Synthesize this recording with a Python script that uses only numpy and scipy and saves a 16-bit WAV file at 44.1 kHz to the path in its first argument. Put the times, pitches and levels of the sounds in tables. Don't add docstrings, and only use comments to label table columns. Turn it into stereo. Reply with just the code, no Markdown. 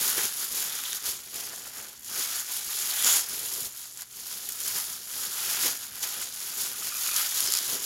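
import sys
import numpy as np
from scipy import signal
from scipy.fft import rfft, irfft
from scipy.io import wavfile

SR = 44100
rng = np.random.default_rng(int(sys.argv[2]) if len(sys.argv) > 2 else 0)


def generate_wav(sig):
    pcm = np.round(np.clip(np.atleast_2d(sig).T, -1, 1) * 32767).astype(np.int16)
    wavfile.write(sys.argv[1], SR, pcm)


N = 346185
TIME = np.arange(N) / SR

# (frequency [Hz], relative level [dB])
RUMBLE_SPECTRUM = [(20, -27), (40, -1), (60, 3), (120, 0.5), (250, 4.5), (600, -29.5), (2000, -3),
                   (15000, -72)]
# (frequency [Hz], rms level ahead of the microphone [dB])
HUM_TONES = [(59, -78), (120, -74)]
# (time [s], relative peak level [dB], pitch [Hz])
SOFT_BUMPS = [(.175, -30, 450), (0.236, -41, 110), (.5, -49, 55), (1.08, -45, 70), (2.66, -48, 55),
              (3.041, -34, 380), (3.615, -38, 140), (3.651, -43, 65), (4.72, -48, 60), (4.751, -43, 140),
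              (5.644, -35, 343), (5.91, -45, 80), (7.478, -32, 335)]
# (start [s], end [s], centre frequency [Hz], bandwidth [Hz], relative level [dB])
SLIDE_STROKES = [(0.592, 1.008, 3480, 700, -41), (1.299, 1.974, 710, 450, -59.5),
                 (1.4, 1.954, 1500, 500, -56), (2.89, 3.173, 3470, 700, -33),
                 (3.017, 3.193, 7000, 600, -32), (5.305, 5.747, 2520, 500, -51),
                 (6.65, 7.352, 1330, 298, -49), (6.754, 7.25, 2530, 280, -48),
                 (7.423, 7.62, 5100, 700, -39)]
# (time [s], relative level [dB], pitch [Hz])
RIDGE_SNAPS = [(0.1817, -21, 7100), (0.3249, -26, 5260), (0.7541, -24, 6500), (0.788, -25, 5100),
               (0.8373, -22, 3500), (0.9307, -21, 5470), (1.9951, -41.5, 8300), (2.0467, -34, 6700),
               (2.1946, -26, 6500), (2.5237, -28, 8050), (2.6456, -27, 5800), (3.0249, -19, 8150),
               (3.046, -14, 7100), (3.1605, -22, 7300), (3.7734, -36, 10700), (3.9242, -37, 7800),
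               (3.9735, -30, 7000), (4.0204, -28, 5670), (4.4894, -25, 10700), (4.4928, -26, 7650),
               (4.5217, -29, 9600), (4.6039, -25.5, 9000), (4.6785, -22, 6100), (5.1566, -29, 4560),
               (6.03, -20, 5060), (6.0667, -36, 7100), (6.2164, -24, 10300), (6.4034, -27.5, 5900),
               (7.0642, -21, 3600), (7.143, -19, 6060), (7.1633, -16, 5550), (7.4051, -15, 6950),
               (7.4743, -17.5, 5900), (7.5225, -14.5, 5870), (7.538, -12.5, 6140), (7.5514, -17, 5800),
               (7.5725, -16, 5770), (7.5882, -18, 5600)]
# (frequency [Hz], relative level [dB])
PAPER_SPECTRUM = [(35, -22), (80, -13), (200, -10), (400, -2), (600, -12.5), (780, -6), (1050, -2.5),
                  (1400, 1), (2000, 0), (2700, -4.5), (3300, 0.5), (4100, -0.5), (5300, 2), (16000, -3.5)]
# (time [s], left minus right [dB], brightness [dB per octave])
HAND_HOLD = [(0.0, 3.5, 0), (1.1, 2, -2), (1.4, 3.8, -1), (2.4, 1, -2), (3.25, 0, -1.4), (4.0, 1.5, -1),
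             (4.2, 4, -1), (4.85, 5, 1), (5.25, 3.5, -0.7), (5.66, 5.5, -0.5), (5.84, 3, -1.4),
             (6.5, 4, -0.6), (7.1, 2.5, -1), (7.52, 6, -1.5), (7.85, 3.0, -1)]
# (peak time [s], relative crease level [dB], build-up [s], let-go [s],
# folds relative to creases [dB], sheet flap relative to creases [dB])
HAND_SQUEEZES = [(0.089, -24.5, 0.21, 0.09, -11, -23.5), (0.18, -25.5, 0.016, 0.062, -8.5, -18),
                 (0.24, -25.5, 0.021, 0.057, -12.0, -24), (0.43, -30, 0.12, 0.051, -12.0, -24.5),
                 (0.57, -29, 0.083, 0.2, -11.0, -24), (0.74, -35.0, 0.031, 0.41, -10, -29),
                 (0.969, -35, 0.13, 0.017, -11, -21), (1.07, -28.5, 0.033, 0.077, -12, -21),
                 (1.359, -35.0, 0.032, 0.21, -10.5, -17.5), (1.69, -41, 0.52, 0.025, -11, -17.5),
                 (1.77, -40.0, 0.073, 0.17, -7.5, -17), (2.219, -28.5, 0.11, 0.055, -11.5, -21.5),
                 (2.37, -30.5, 0.19, 0.063, -9.5, -26.5), (2.56, -31.5, 0.11, 0.047, -11, -23.5),
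                 (2.83, -30, 0.24, 0.12, -11.5, -24), (2.95, -28.5, 0.066, 0.28, -9.5, -24.5),
                 (3.07, -21, 0.03, 0.11, -10.5, -25.5), (3.17, -25, 0.04, 0.03, -11, -23),
                 (3.31, -34.5, 0.032, 0.36, -10, -19.5), (3.66, -33.5, 0.257, 0.022, -14, -19),
                 (3.78, -40.5, 0.051, 0.15, -12.5, -34), (4.019, -39.5, 0.061, 0.019, -10, -27),
                 (4.19, -40.5, 0.087, 0.052, -11.5, -31), (4.31, -36.5, 0.097, 1.1, -13, -22),
                 (4.69, -29.5, 0.1, 0.043, -14.5, -27), (4.78, -28, 0.049, 0.038, -12.5, -25),
                 (4.92, -36.0, 0.19, 0.056, -12.5, -26), (5.26, -32.5, 0.18, 0.021, -12, -20.5),
                 (5.541, -27.5, 0.27, 0.19, -11.0, -26), (5.66, -23.5, 0.041, 0.055, -11.0, -21),
                 (5.85, -37.0, 0.109, 0.022, -11, -31), (6.04, -26.5, 0.017, 0.015, -10.5, -28),
                 (6.22, -32.0, 0.29, 0.059, -10.5, -22.5), (6.48, -34.5, 0.2, 0.13, -11, -23),
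                 (6.63, -29.5, 0.089, 0.082, -12, -24.5), (6.87, -32, 0.2, 0.039, -10.5, -23.5),
                 (7.069, -28.5, 0.18, 0.132, -12.5, -26), (7.17, -25.5, 0.038, 0.15, -11.0, -36),
                 (7.43, -25.5, 0.16, 0.097, -15.5, -26), (7.56, -28.5, 0.097, 0.046, -14.5, -27),
                 (7.75, -28, 0.22, 0.041, -12.5, -22), (7.84, -30, 0.052, 0.071, -14, -21)]
# (crease, fold, sheet relative levels [dB])
REST_LEVELS = (-53.5, -65, -71.5)
# (frequency [Hz], left level [dB], right level [dB])
PORT_RESPONSE = [(2440, 1, 0.5), (3110, -1.5, -2.5), (5300, 2.5, 2), (6000, 1, 1.5), (6860, -2.5, 11.5),
                 (7590, -5.5, 8), (8350, -8, 1), (10140, -10.5, 12.5), (11960, -14, 13.5),
                 (12700, -15, 8.5), (13700, -14, 10), (15300, -29, 5.5)]

SQUEEZE_SHAPE = 1.64
CREASE_DB, FOLD_DB, FLAP_DB = -1.0, -0.74, -1.6
FOLD_TILT_DB = 0.58
TOP_HZ = 15800


def undb(db):
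    return 10 ** (np.asarray(db) / 20)


def unit(x):
    return x / np.sqrt(np.mean(x ** 2))


def curves(table):
    s, *columns = np.transpose(table)
    return [np.interp(TIME, s, c) for c in columns]


def convolve(x, response):
    return signal.fftconvolve(x, np.atleast_2d(response), axes=1)[:, :N]


def colour(points, size=4096):
    hz, db = np.transpose(points)
    bins = np.maximum(np.fft.rfftfreq(size, 1 / SR), 1)
    level_db = np.interp(np.log(bins), np.log(hz), db)
    cepstrum = irfft(np.log(undb(level_db)))
    cepstrum[1:size // 2] *= 2
    cepstrum[size // 2 + 1:] = 0
    return irfft(np.exp(rfft(cepstrum)))


def band(x, lo, hi, order=3):
    edges = np.clip([lo, hi], [10, 20], [.47 * SR, .48 * SR])
    sos = signal.butter(order, np.sort(edges), "band", fs=SR, output="sos")
    return signal.sosfilt(sos, x)


def add(out, s, sound):
    i = max(int(s * SR), 0)
    out[:, i:i + sound.shape[-1]] += sound[..., :N - i]


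def walk(per_s):
    steps = rng.standard_normal(2048)
    return np.interp(TIME * per_s, np.arange(len(steps)), steps)


def scatter(x, decay_s):
    keep = np.exp(-1 / (decay_s * SR))
    power = signal.lfilter([1 - keep], [1, -keep], x ** 2)
    return np.sqrt(power) * rng.standard_normal(x.shape)


def buckles(edges, per_s, spread_db, pitch_db, facing_db, clump_db, clumps_per_s, tail_db, tail_s,
            busy=1, lag_s=-0.000041, width_s=.00009):
    count = int(per_s * N / SR)
    at = rng.integers(0, N, count)
    luck = rng.random(count)
    chance = np.clip(rng.standard_normal((9, count)), -2.3, 2.3)
    share = np.clip(busy * np.ones(N), .01, 1)[at]
    fired = np.sign(chance[3]) * (luck < share) / np.sqrt(share)
    avalanche = np.clip(walk(clumps_per_s), -2, 2)[at]
    size_db = spread_db * chance[0] + clump_db * avalanche
    lag = np.round(SR * (lag_s + width_s * chance[1])).astype(int)
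    left_at = np.clip(at + lag, 0, N - 1)
    facing = undb(facing_db * chance[2])
    tracks = []
    for lo, hi, own in zip(edges, edges[1:], chance[4:]):
        push = fired * undb(size_db + pitch_db * own)
        left = np.bincount(left_at, push * facing, N)
        right = np.bincount(at, push / facing, N)
        pops = np.array([left, right])
        pops = unit(pops + undb(tail_db) * scatter(pops, tail_s))
        tracks.append(band(pops, lo / 1.08, hi * 1.07))
    return tracks


def background(rumble_db=-66, side_db=-9, waver_db=2.0):
    mid, side = rng.standard_normal((2, N))
    noise = mid + undb(side_db) * np.array([side, -side])
    rumble = convolve(noise * undb(waver_db * walk(9)), colour(RUMBLE_SPECTRUM))
    hum = sum(undb(db) * np.sqrt(2) * np.sin(2 * np.pi * hz * TIME) for hz, db in HUM_TONES)
    return undb(rumble_db) * unit(rumble) + hum


def kitchen(x, room_db=-14, t60_s=0.27, damp_hz=6000):
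    t = TIME[:SR // 2]
    shared, *own = rng.standard_normal((3, len(t)))
    tail = band(shared, 244, 1580, order=2) + band(np.array(own), 1270, damp_hz, order=1)
    tail = tail * undb(-60 * t / t60_s) * (t > .004)
    response = undb(room_db) * unit(tail) / np.sqrt(len(t))
    return x + convolve(x, response)


def bumps(swell_s=0.0073):
    out, t = np.zeros((2, N)), TIME[:SR // 8]
    for s, db, hz in SOFT_BUMPS:
        noise = band(rng.standard_normal(len(t)), hz / 1.2, hz * 1.3, order=2)
        thud = noise * t * np.exp(-t / swell_s)
        add(out, s, undb(db) * thud / np.abs(thud).max())
    return out


def sheet():
    tracks = buckles([35, 260, 650], per_s=1100, spread_db=4.0, pitch_db=2.0, facing_db=2.5,
                     clump_db=3.0, clumps_per_s=36, tail_db=-14.0, tail_s=0.0043)
    return unit(convolve(sum(tracks), colour(PAPER_SPECTRUM)))


def slides():
    out = np.zeros((2, N))
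    grit, = buckles([300, 12000], per_s=5000, spread_db=1.0, pitch_db=-1.0, facing_db=2.0,
                    clump_db=7.0, clumps_per_s=90, tail_db=-20, tail_s=.002)
    for start, end, hz, width, db in SLIDE_STROKES:
        stroke = grit[:, int(start * SR):int(end * SR)]
        ring = unit(band(stroke, hz - width / 2, hz + width / 2, order=2))
        add(out, start, undb(db) * ring * signal.windows.tukey(ring.shape[1], .5))
    return out


def snaps(run_s=0.00081, ring_db=3, left_db=0, top_hz=11500, size=512):
    out, t = np.zeros((2, N)), np.arange(size) / SR
    for s, db, hz in RIDGE_SNAPS:
        burst = rng.choice([-1, 1], (2, size)) * np.exp(-t / run_s)
        ring = band(burst, hz / 1.52, hz * 1.3, order=2)
        crack = band(burst, 1230, top_hz, order=2) + undb(ring_db) * ring
        first_ms = np.sqrt(np.mean(crack[:, :SR // 1000] ** 2, axis=1, keepdims=True))
        add(out, s, undb(db) * crack / first_ms)
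    return out * undb([[left_db], [0]])


def folds(busy, tilt_db, drift_db=0.63):
    edges = np.array([650, 1100, 1900, 3000])
    tracks = buckles(edges, per_s=6000, spread_db=4.0, pitch_db=2.5, facing_db=2.5,
                     clump_db=2.0, clumps_per_s=110, tail_db=-10.0, tail_s=0.01,
                     busy=busy, lag_s=-0.000081, width_s=.00007)
    octaves = np.log2(edges[:-1] / edges[1])
    crunch = sum(x * undb(tilt_db * o + drift_db * walk(9)) for x, o in zip(tracks, octaves))
    return unit(convolve(crunch, colour(PAPER_SPECTRUM)))


def squeezing():
    power = undb(REST_LEVELS)[:, None] ** 2 * np.ones(N)
    for s, db, build_s, ease_s, fold_db, flap_db in HAND_SQUEEZES:
        near = slice(max(int((s - 3 * build_s) * SR), 0), int((s + 3 * ease_s) * SR))
        since = TIME[near] - s
        distance = np.maximum(-since / build_s, since / ease_s)
        pressure = np.exp(-distance ** SQUEEZE_SHAPE)
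        power[:, near] += np.outer(undb([db, db + fold_db, db + flap_db]), pressure) ** 2
    return np.sqrt(power)


def creases(busy, bright_db, drift_db=0.8):
    edges = np.array([3000, 4400, 6200, 8600, 12500, 17000])
    tiny = buckles(edges, per_s=14000, spread_db=4.5, pitch_db=3.0, facing_db=2.4,
                   clump_db=1.5, clumps_per_s=170, tail_db=-3, tail_s=.002, busy=busy)
    longer = buckles(edges, per_s=420, spread_db=2.2, pitch_db=2.6, facing_db=1.8,
                     clump_db=1.2, clumps_per_s=50, tail_db=8, tail_s=.0006)
    tick = undb(-6 - 3 * np.minimum(busy, 1))
    octaves = np.log2(edges[:-1] / edges[2])
    sizzle = 0
    for fine, coarse, o in zip(tiny, longer, octaves):
        sizzle = sizzle + (fine + tick * coarse) * undb(bright_db * o + drift_db * walk(11))
    return unit(convolve(sizzle, colour(PAPER_SPECTRUM)))


def scene(full_db=-24, crowding=.7):
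    crease, fold, flap = squeezing()
    pan_db, bright_db = curves(HAND_HOLD)
    busy = (crease / undb(full_db)) ** crowding
    crackle = creases(busy, bright_db) * crease * undb(CREASE_DB)
    crunch = folds(busy, FOLD_TILT_DB) * fold * undb(FOLD_DB)
    pan = undb(np.array([pan_db, -pan_db]) / 2)
    paper = (crackle + crunch + slides()) * pan + undb(-2.5) * snaps()
    flapping = sheet() * flap * undb(FLAP_DB)
    return kitchen(paper + flapping + undb(-8.0) * bumps()) + background()


def record(dry, ceiling=0.84):
    hz, *sides = np.transpose(PORT_RESPONSE)
    heard = convolve(dry, [colour(np.column_stack([hz, db])) for db in sides])
    rounded = heard / (1 + (heard / ceiling) ** 4) ** .25
    low_pass = signal.ellip(12, .1, 80, TOP_HZ, fs=SR, output="sos")
    return signal.sosfilt(low_pass, rounded)


dry = scene()
out = record(dry)
generate_wav(out)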